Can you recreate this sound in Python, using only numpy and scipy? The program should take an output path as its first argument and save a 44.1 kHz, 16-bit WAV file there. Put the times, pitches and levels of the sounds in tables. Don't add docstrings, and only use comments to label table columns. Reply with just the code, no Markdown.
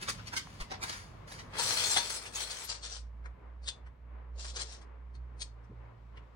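import sys
import numpy as np
from scipy import signal
from scipy.fft import rfft, irfft, next_fast_len
from scipy.io import wavfile
from scipy.ndimage import uniform_filter1d, map_coordinates

SR = 44100
rng = np.random.default_rng(int(sys.argv[2]) if len(sys.argv) > 2 else 0)


def wav_out(sig):
    wavfile.write(sys.argv[1], SR, np.round(np.clip(np.atleast_2d(sig).T, -1, 1) * 32767).astype(np.int16))


N = 280211


def amp(db):
    return 10 ** (np.asarray(db) / 20)


def unit(x):
    return x / np.sqrt(np.mean(x ** 2) + 1e-20)


def along(points, hz):
    point_hz, values = np.transpose(points)
    return np.interp(np.log(hz + 1), np.log(point_hz + 1), values)


def curves(rows):
    times, *columns = np.transpose(rows)
    return [np.interp(np.arange(N) / SR, times, column) for column in columns]


def wobble(rate):
    knots = rng.standard_normal(int(N * rate / SR) + 4)
    return map_coordinates(knots, [np.arange(N) * rate / SR])


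def filtered(x, response):
    n = x.shape[-1]
    padded = next_fast_len(n + 8192)
    spectrum = rfft(x, padded) * response(np.fft.rfftfreq(padded, 1 / SR))
    return irfft(spectrum, padded)[..., :n]


def band(x, colour, lo_hz=1, hi_hz=SR):
    def response(f):
        edges = (1 + (f / hi_hz) ** 8) * (1 + (lo_hz / (f + 1)) ** 8)
        return amp(along(colour, f)) / np.sqrt(edges)
    return unit(filtered(x, response))


def resonance(x, hz, q):
    def response(f):
        peak = 1j * f / (hz * hz - f * f + 1j * f * hz / q)
        return peak / (1 + (f / hz / 2) ** 4)
    return unit(filtered(x, response))


def add(out, x, s):
    start = round(s * SR)
    x = x[:, max(-start, 0):N - start]
    out[:, max(start, 0):][:, :x.shape[1]] += x


def panned(x, db):
    return x * unit(amp([[db / 2], [-db / 2]]))


def contacts(n, rate, spread_db):
    size = np.minimum(rng.standard_normal(n), 1.5)
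    happens = rng.random(n) < rate / SR
    return happens * rng.choice([-1, 1], n) * amp(spread_db * size)


def ports(x, lead_ms, scatter):
    t = np.arange(SR // 50) / SR
    paths = rng.standard_normal((2, len(t))) * amp(-60 * t / .02)
    paths /= np.linalg.norm(paths, axis=1, keepdims=True)
    sides = np.array([[1], [-1]])
    direct = filtered(x, lambda f: np.exp(1j * np.pi * f * lead_ms / 1000 * sides))
    scattered = signal.fftconvolve(x[None], paths, axes=1)[:, :len(x)]
    return unit(direct + scatter * scattered)


def swell(t, rise, fall):
    return amp(60 * np.minimum(t / rise, -t / fall))


def gesture(start, length, rise, fall):
    t = np.arange(N) / SR - start
    return amp(-60 * (np.maximum(-t, 0) / rise + np.maximum(t - length, 0) / fall))


# (frequency [Hz], 60 dB decay time [s])
ROOM_DECAY = [(200, .28), (2000, 0.18), (6000, 0.2), (12000, 0.13)]


def room(x, wet_db):
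    hz, t, z = signal.stft(rng.standard_normal((2, SR // 4)), SR, nperseg=256)
    decay = amp(-60 * t / along(ROOM_DECAY, hz)[:, None])
    tail = signal.istft(z * decay, SR, nperseg=256)[1]
    tail = np.pad(tail, ((0, 0), (SR // 200, 0)))
    wet = signal.fftconvolve(x, tail / np.linalg.norm(tail[0]), axes=1)[:, :x.shape[1]]
    return x + amp(wet_db) * panned(wet, db=1.5)


# (time [s], rumble level [dB], murmur level [dB], hiss level [dB])
AIR_LEVELS = [(0, -51.5, -57, -57), (1.2, -53.5, -56.5, -70), (1.9, -53, -55.5, -73),
              (2.15, -61.5, -55.5, -74.5), (3.1, -62.5, -63, -84), (4.5, -64.5, -62, -86.5),
              (6.35, -64, -63, -79)]
# (frequency [Hz], level [dB])
RUMBLE_COLOUR = [(15, -29.5), (28, -19.5), (42, 3), (55, -8.5), (70, -7), (90, 4), (130, -2), (190, -5.5),
                 (280, -13), (450, -55.5)]
MURMUR_COLOUR = [(120, -29), (200, -8), (414, -3.5), (535, -4.5), (801, -8), (1050, -4), (1370, -10.5),
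                 (2030, -15), (2170, -15), (5000, -44), (6500, -67.5), (11000, -120)]
HISS_COLOUR = [(800, -39.5), (2000, -6), (3000, -3.5), (4000, -7), (8000, -19.5), (11000, -30.5),
               (16000, -27)]


def air():
    def noise(apart):
        return rng.standard_normal(N) + apart * rng.standard_normal((2, N))
    rumble_db, murmur_db, hiss_db = curves(AIR_LEVELS)
    rumble = panned(band(noise(apart=0.21), RUMBLE_COLOUR), db=-2.5)
    murmur = panned(band(noise(apart=1.9), MURMUR_COLOUR), db=3)
    hiss = panned(band(noise(apart=3), HISS_COLOUR), db=8.0)
    low = amp(rumble_db + 1.2 * wobble(11)) * rumble
    middle = amp(murmur_db + 2.1 * wobble(8.9)) * murmur
    return low + middle + amp(hiss_db) * hiss


# (time [s], pitch [Hz], level [dB])
DRONE_PATH = [(0.3, 56, -59), (0.9, 61, -61), (1.1, 50.5, -58), (1.47, 56, -59.5), (2.2, 54.3, -60.5),
              (2.47, 54.24, -54), (2.65, 55.57, -56), (3.04, 57.7, -45.5), (3.64, 60.2, -45.5),
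              (4.6, 60, -45), (4.85, 59.1, -51.5), (5.26, 61.26, -44), (5.5, 56.4, -49), (6.35, 57.5, -52)]
DIP_TIMES = [2.62, 3.385, 3.76, 3.97, 5.949]
DIP_DB, DIP_S = 14.5, 0.05
OCTAVE_DB = -22
OCTAVE_SWELL_AT, OCTAVE_SWELL_S, OCTAVE_SWELL_DB = 5.84, 0.54, 15.5


def drone():
    t = np.arange(N) / SR
    def bell(s, width):
        return np.exp(-((t - s) / width) ** 2)
    hz, db = curves(DRONE_PATH)
    tone_db = db - DIP_DB * sum(bell(s, DIP_S) for s in DIP_TIMES)
    octave_db = db + OCTAVE_DB + OCTAVE_SWELL_DB * bell(OCTAVE_SWELL_AT, OCTAVE_SWELL_S)
    phase = 2 * np.pi * np.cumsum(hz + 0.22 * wobble(9.4)) / SR
    tone = amp(tone_db + 1.8 * wobble(14)) * np.sin(phase)
    octave = amp(octave_db + 2.0 * wobble(24)) * np.sin(2 * phase)
    return panned(np.sqrt(2) * (tone + octave), db=-3.0)


# (time [s], length [s], level [dB])
RUSTLE_MOVES = [(0.01, .12, -53.5), (0.42, 0.14, -60.5), (0.86, 0.104, -46.5), (1.279, 0.075, -53)]
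# (frequency [Hz], level [dB])
FILM_COLOUR = [(120, -1), (250, 8), (550, 4.5), (1100, 6), (1800, 4.5), (3100, -1.5), (4900, 2),
               (7700, -6.5), (10000, -5.5), (12000, -22), (16000, -15.5)]
RUSTLE_RISE_S, RUSTLE_FALL_S = 0.035, 0.43


def rustle():
    moving = sum(amp(db) * gesture(s, length, RUSTLE_RISE_S, RUSTLE_FALL_S) for s, length, db in RUSTLE_MOVES)
    buckles = ports(contacts(N, rate=5600, spread_db=3.0), lead_ms=-.3, scatter=0.97)
    return room(moving * band(buckles, FILM_COLOUR, lo_hz=895), wet_db=-6.5)


# (time [s], level [dB], body level [dB], fizz level [dB], pitch of the film [Hz])
BAG_CRUMPLES = [(0.0252, -27.5, -14, -8.5, 1380), (0.0851, -21.5, -11, -24, 1290),
                (0.0941, -23.5, -16, -3.5, 4420), (0.192, -39, -6.5, -31, 1370),
                (0.2753, -29.5, -28, -13.5, 2740), (0.3351, -31, -2.5, -9, 1720),
                (0.3707, -17.5, -17.5, -11, 2300), (0.6101, -27.5, -13, -13.5, 1100),
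                (0.7161, -26, -8, -24, 880), (0.7414, -32, -12, -32, 870), (0.831, -22, -12, -10, 950),
                (0.8952, -34, 1.5, -2.5, 3920), (0.9277, -28.5, -22, -15.5, 1790),
                (1.3211, -35, -12, -8, 900), (1.3946, -32.5, -14.5, -18, 1870)]
CRUMPLE_PAN_DB = 1


def bag():
    out, t = np.zeros((2, N)), np.arange(-SR // 16, SR // 4) / SR
    for s, db, body_db, fizz_db, film_hz in BAG_CRUMPLES:
        avalanche = contacts(len(t), rate=3000, spread_db=3.5) * swell(t - .002, rise=0.056, fall=.08)
        buckles = ports(avalanche, lead_ms=-.3, scatter=1.0)
        crackle = amp(-6) * band(buckles, FILM_COLOUR, lo_hz=1850, hi_hz=5340)
        patch = resonance(buckles, film_hz, q=2.7)
        body = amp(body_db) * (patch + band(buckles, FILM_COLOUR, hi_hz=1720))
        fizz = amp(fizz_db) * band(buckles, FILM_COLOUR, lo_hz=6370)
        crumple = panned(crackle + body + fizz, CRUMPLE_PAN_DB)
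        add(out, room(amp(db - 23.0) * crumple, wet_db=-8.5), s + t[0])
    return out


# (time [s], peak level [dB], pitch [Hz])
BAG_TAPS = [(0.472, -39.5, 1150)]
TAP_T60_S = 0.01


def taps():
    out, t = np.zeros((2, N)), np.arange(SR // 20) / SR
    for s, db, hz in BAG_TAPS:
        burst = rng.standard_normal(len(t)) * amp(-60 * t / TAP_T60_S)
        knock = resonance(burst, hz, q=1.7)
        add(out, amp(db) * knock[None] / np.abs(knock).max(), s)
    return out


# (time [s], peak level [dB], pitch [Hz], half width [s])
TABLE_BUMPS = [(0.617, -32.5, 45.1, 0.012), (4.383, -57.5, 524, 0.039), (4.61, -57.5, 435, 0.12),
               (5.714, -48, 144.7, 0.022), (5.721, -52, 326, 0.02)]


def bumps():
    out, t = np.zeros(N), np.arange(N) / SR
    for s, db, hz, width in TABLE_BUMPS:
        pulse = np.exp(-((t - s) / width) ** 2)
        out += amp(db) * pulse * np.sin(2 * np.pi * hz * (t - s) + 2.4 * wobble(hz / 2))
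    return out


def ringing(modes):
    t = np.arange(SR // 8) / SR
    ring = sum(amp(db + rng.normal(0, 3.4) - 60 * t / t60) * np.sin(2 * np.pi * hz * t) for hz, db, t60 in modes)
    return ring / np.linalg.norm(ring)


# (frequency [Hz], level [dB], 60 dB decay time [s])
BRICK_WALLS = [(957.5, 1, .14), (1410, -9, .12), (1715, -4, .16), (3497, -1.5, 0.21), (4310, -2, 0.2),
               (4450, -4, .12), (4674, -8, 0.17), (4520, -10, .14), (5080, -8.5, 0.13), (6170, -7, 0.16),
               (6200, -7.5, .14), (7593, -11, .15), (7600, -11.5, .13), (8400, -2, .12)]


def rattle(rate, spread_db, ring_db, shared_db, count=30):
    out = np.zeros((2, N))
    for _ in range(count):
        own_hz = np.clip(5700 * np.exp(.42 * rng.standard_normal(size=4)), 900, 14000)
        own = ringing([(hz, 0, .04) for hz in own_hz])
        piece = amp(ring_db) * own + amp(shared_db) * ringing(BRICK_WALLS)
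        piece[0] += 1
        turns = amp(9 * np.minimum(wobble(22), 1.3))
        jostle = contacts(N, rate / count, spread_db) * turns
        lead_ms = 0.19 + 0.042 * rng.standard_normal()
        out += ports(signal.fftconvolve(jostle, piece)[:N], lead_ms, scatter=0.87)
    power = uniform_filter1d(np.mean(out ** 2, axis=0), size=2200)
    return out / np.sqrt(np.abs(power) + 1e-6)


# (frequency [Hz], left over right [dB])
HEAP_TILT = [(200, -4), (700, -2), (1300, 3.5), (2400, 0), (4400, 10), (8000, 1), (15000, -4)]


def strokes(moves, rise, fall, ticks, colour):
    shapes = [(gesture(s, length, rise, fall), clatter_db, table_db) for s, length, clatter_db, table_db in moves]
    clatter = np.max([amp(db) * shape for shape, db, _ in shapes], axis=0)
    table = np.max([amp(db) * shape for shape, _, db in shapes], axis=0)
    halves = np.array([[.5], [-.5]])
    ticks = filtered(ticks, lambda f: amp(along(HEAP_TILT, f) * halves))
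    return clatter * band(ticks, colour, lo_hz=2460) + table * band(ticks, colour, hi_hz=2370)


# (time [s], length [s], clatter level [dB], table level [dB])
HEAP_PUSHES = [(1.548, .03, -58, -43.5), (1.6, 0.39, -34.5, -42), (2.02, 0.15, -41, -48),
               (2.22, 0.056, -52, -54), (2.36, 0.076, -40.5, -47), (2.47, 0.17, -47.5, -51)]
# (time [s], length [s], clatter level [dB], table level [dB])
FINGER_RAKES = [(2.695, 0.027, -40, -49), (2.74, 0.021, -47.5, -53.5), (2.84, 0.036, -45.5, -53),
                (2.905, 0.064, -46, -56.5), (4.395, 0.1, -48.5, -60.5), (4.57, 0.05, -44, -48.5),
                (4.66, .1, -55.5, -62)]
# (frequency [Hz], level [dB])
HEAP_COLOUR = [(120, -24), (250, -21), (460, -10), (620, -12), (1000, -9), (2600, -10), (3400, -9),
               (4400, -7), (7000, -5.5), (10700, -3.5), (12000, -22.5), (16000, -10)]
PICKED_COLOUR = [(150, -36.5), (280, -19.5), (480, -5), (700, -6.5), (1050, -5), (1700, -6), (2300, -11.5),
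                 (3500, -4.5), (5800, -2.5), (7500, -4.5), (9200, -4.5), (10000, -40), (11500, -57)]
PUSH_RISE_S, PUSH_FALL_S = 0.13, 0.12
RAKE_RISE_S, RAKE_FALL_S = 0.087, 0.09


def heap():
    dense = rattle(rate=2400, spread_db=1.0, ring_db=1, shared_db=-15.5)
    sparse = rattle(rate=1500, spread_db=1.5, ring_db=-1.5, shared_db=-29)
    pushes = strokes(HEAP_PUSHES, PUSH_RISE_S, PUSH_FALL_S, dense, HEAP_COLOUR)
    rakes = strokes(FINGER_RAKES, RAKE_RISE_S, RAKE_FALL_S, sparse, PICKED_COLOUR)
    return room(pushes, wet_db=-3.5) + room(rakes, wet_db=-6)


# (time [s], level [dB], table knock level [dB], cavity pitch [Hz], cavity level [dB], wall ring level [dB])
BRICK_CLICKS = [(1.596, -19.5, 0, 4370, -18, -7.5), (1.707, -22.5, -3, 5800, -0.5, -11),
                (1.783, -28, -13, 4500, 7, -10.5), (1.839, -16, -34, 4160, -23, -2),
                (1.913, -30, -26, 7540, 15, -11), (1.969, -15.5, 0.5, 3580, -3, -7.5),
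                (1.977, -19.5, -3, 3500, -8, -2), (2.103, -27.5, -10, 9300, -1.5, -13),
                (2.264, -34.5, -29, 2380, 2, 0), (2.356, -34.5, -22, 6660, 10, -9.5),
                (2.41, -31.5, -5, 4490, -6, -23), (2.512, -26.5, -31, 4510, -5, -30),
                (2.647, -35, -20, 11530, 2.5, -15.5), (2.701, -28.5, -27, 4540, 1.5, -30),
                (2.83, -33, -33, 4390, -1, 4), (3.259, -53, 13, 1700, 11.5, -27),
                (3.641, -49.5, -0.5, 4567, 2, -14.5), (3.685, -24, -15.5, 3500, 1, -31.5),
                (3.869, -63.5, 15.5, 1615, 12.5, -15), (4.451, -37, 1, 5310, -4.5, -15.5),
                (4.499, -36, -29, 3670, -7, -29), (4.564, -26, -11, 6850, -33, -35),
                (4.616, -24.5, -14, 4180, -9, -19), (4.726, -37, -15, 9350, -15, -27),
                (4.819, -50, 0, 5010, -14.5, -18), (5.152, -54.5, 1, 4350, -2, -26),
                (5.418, -25, -17, 4370, -8, -31), (5.644, -66.5, -1, 5520, -4, -16.5),
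                         (6.175, -60.5, 17.5, 2430, 15, -21.5)]
CLICK_PAN_DB = 5


def clicks():
    out, t = np.zeros((2, N)), np.arange(-SR // 16, SR // 4) / SR
    for s, db, knock_db, cavity_hz, cavity_db, wall_db in BRICK_CLICKS:
        burst = contacts(len(t), rate=5000, spread_db=7.0) * swell(t - .002, rise=0.06, fall=0.071)
        body = amp(wall_db) * ringing(BRICK_WALLS)
        body[0] += 1
        hit = ports(signal.fftconvolve(burst, body)[:len(t)], lead_ms=0.2, scatter=0.69)
        cavity = amp(cavity_db) * resonance(hit, cavity_hz, q=cavity_hz / 340)
        knock = amp(knock_db) * band(hit, HEAP_COLOUR, hi_hz=2300)
        click = panned(band(hit, PICKED_COLOUR, lo_hz=2280) + cavity + knock, CLICK_PAN_DB)
        add(out, room(amp(db - 26.5) * click, wet_db=-14.0), s + t[0])
    return out


def scene():
    return air() + drone() + rustle() + bag() + taps() + bumps() + heap() + clicks()


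def record(dry):
    top_hz = 15900
    return filtered(dry, lambda hz: np.clip((top_hz - hz) / 300 + .5, 0, 1))


dry = scene()
out = record(dry)
wav_out(out)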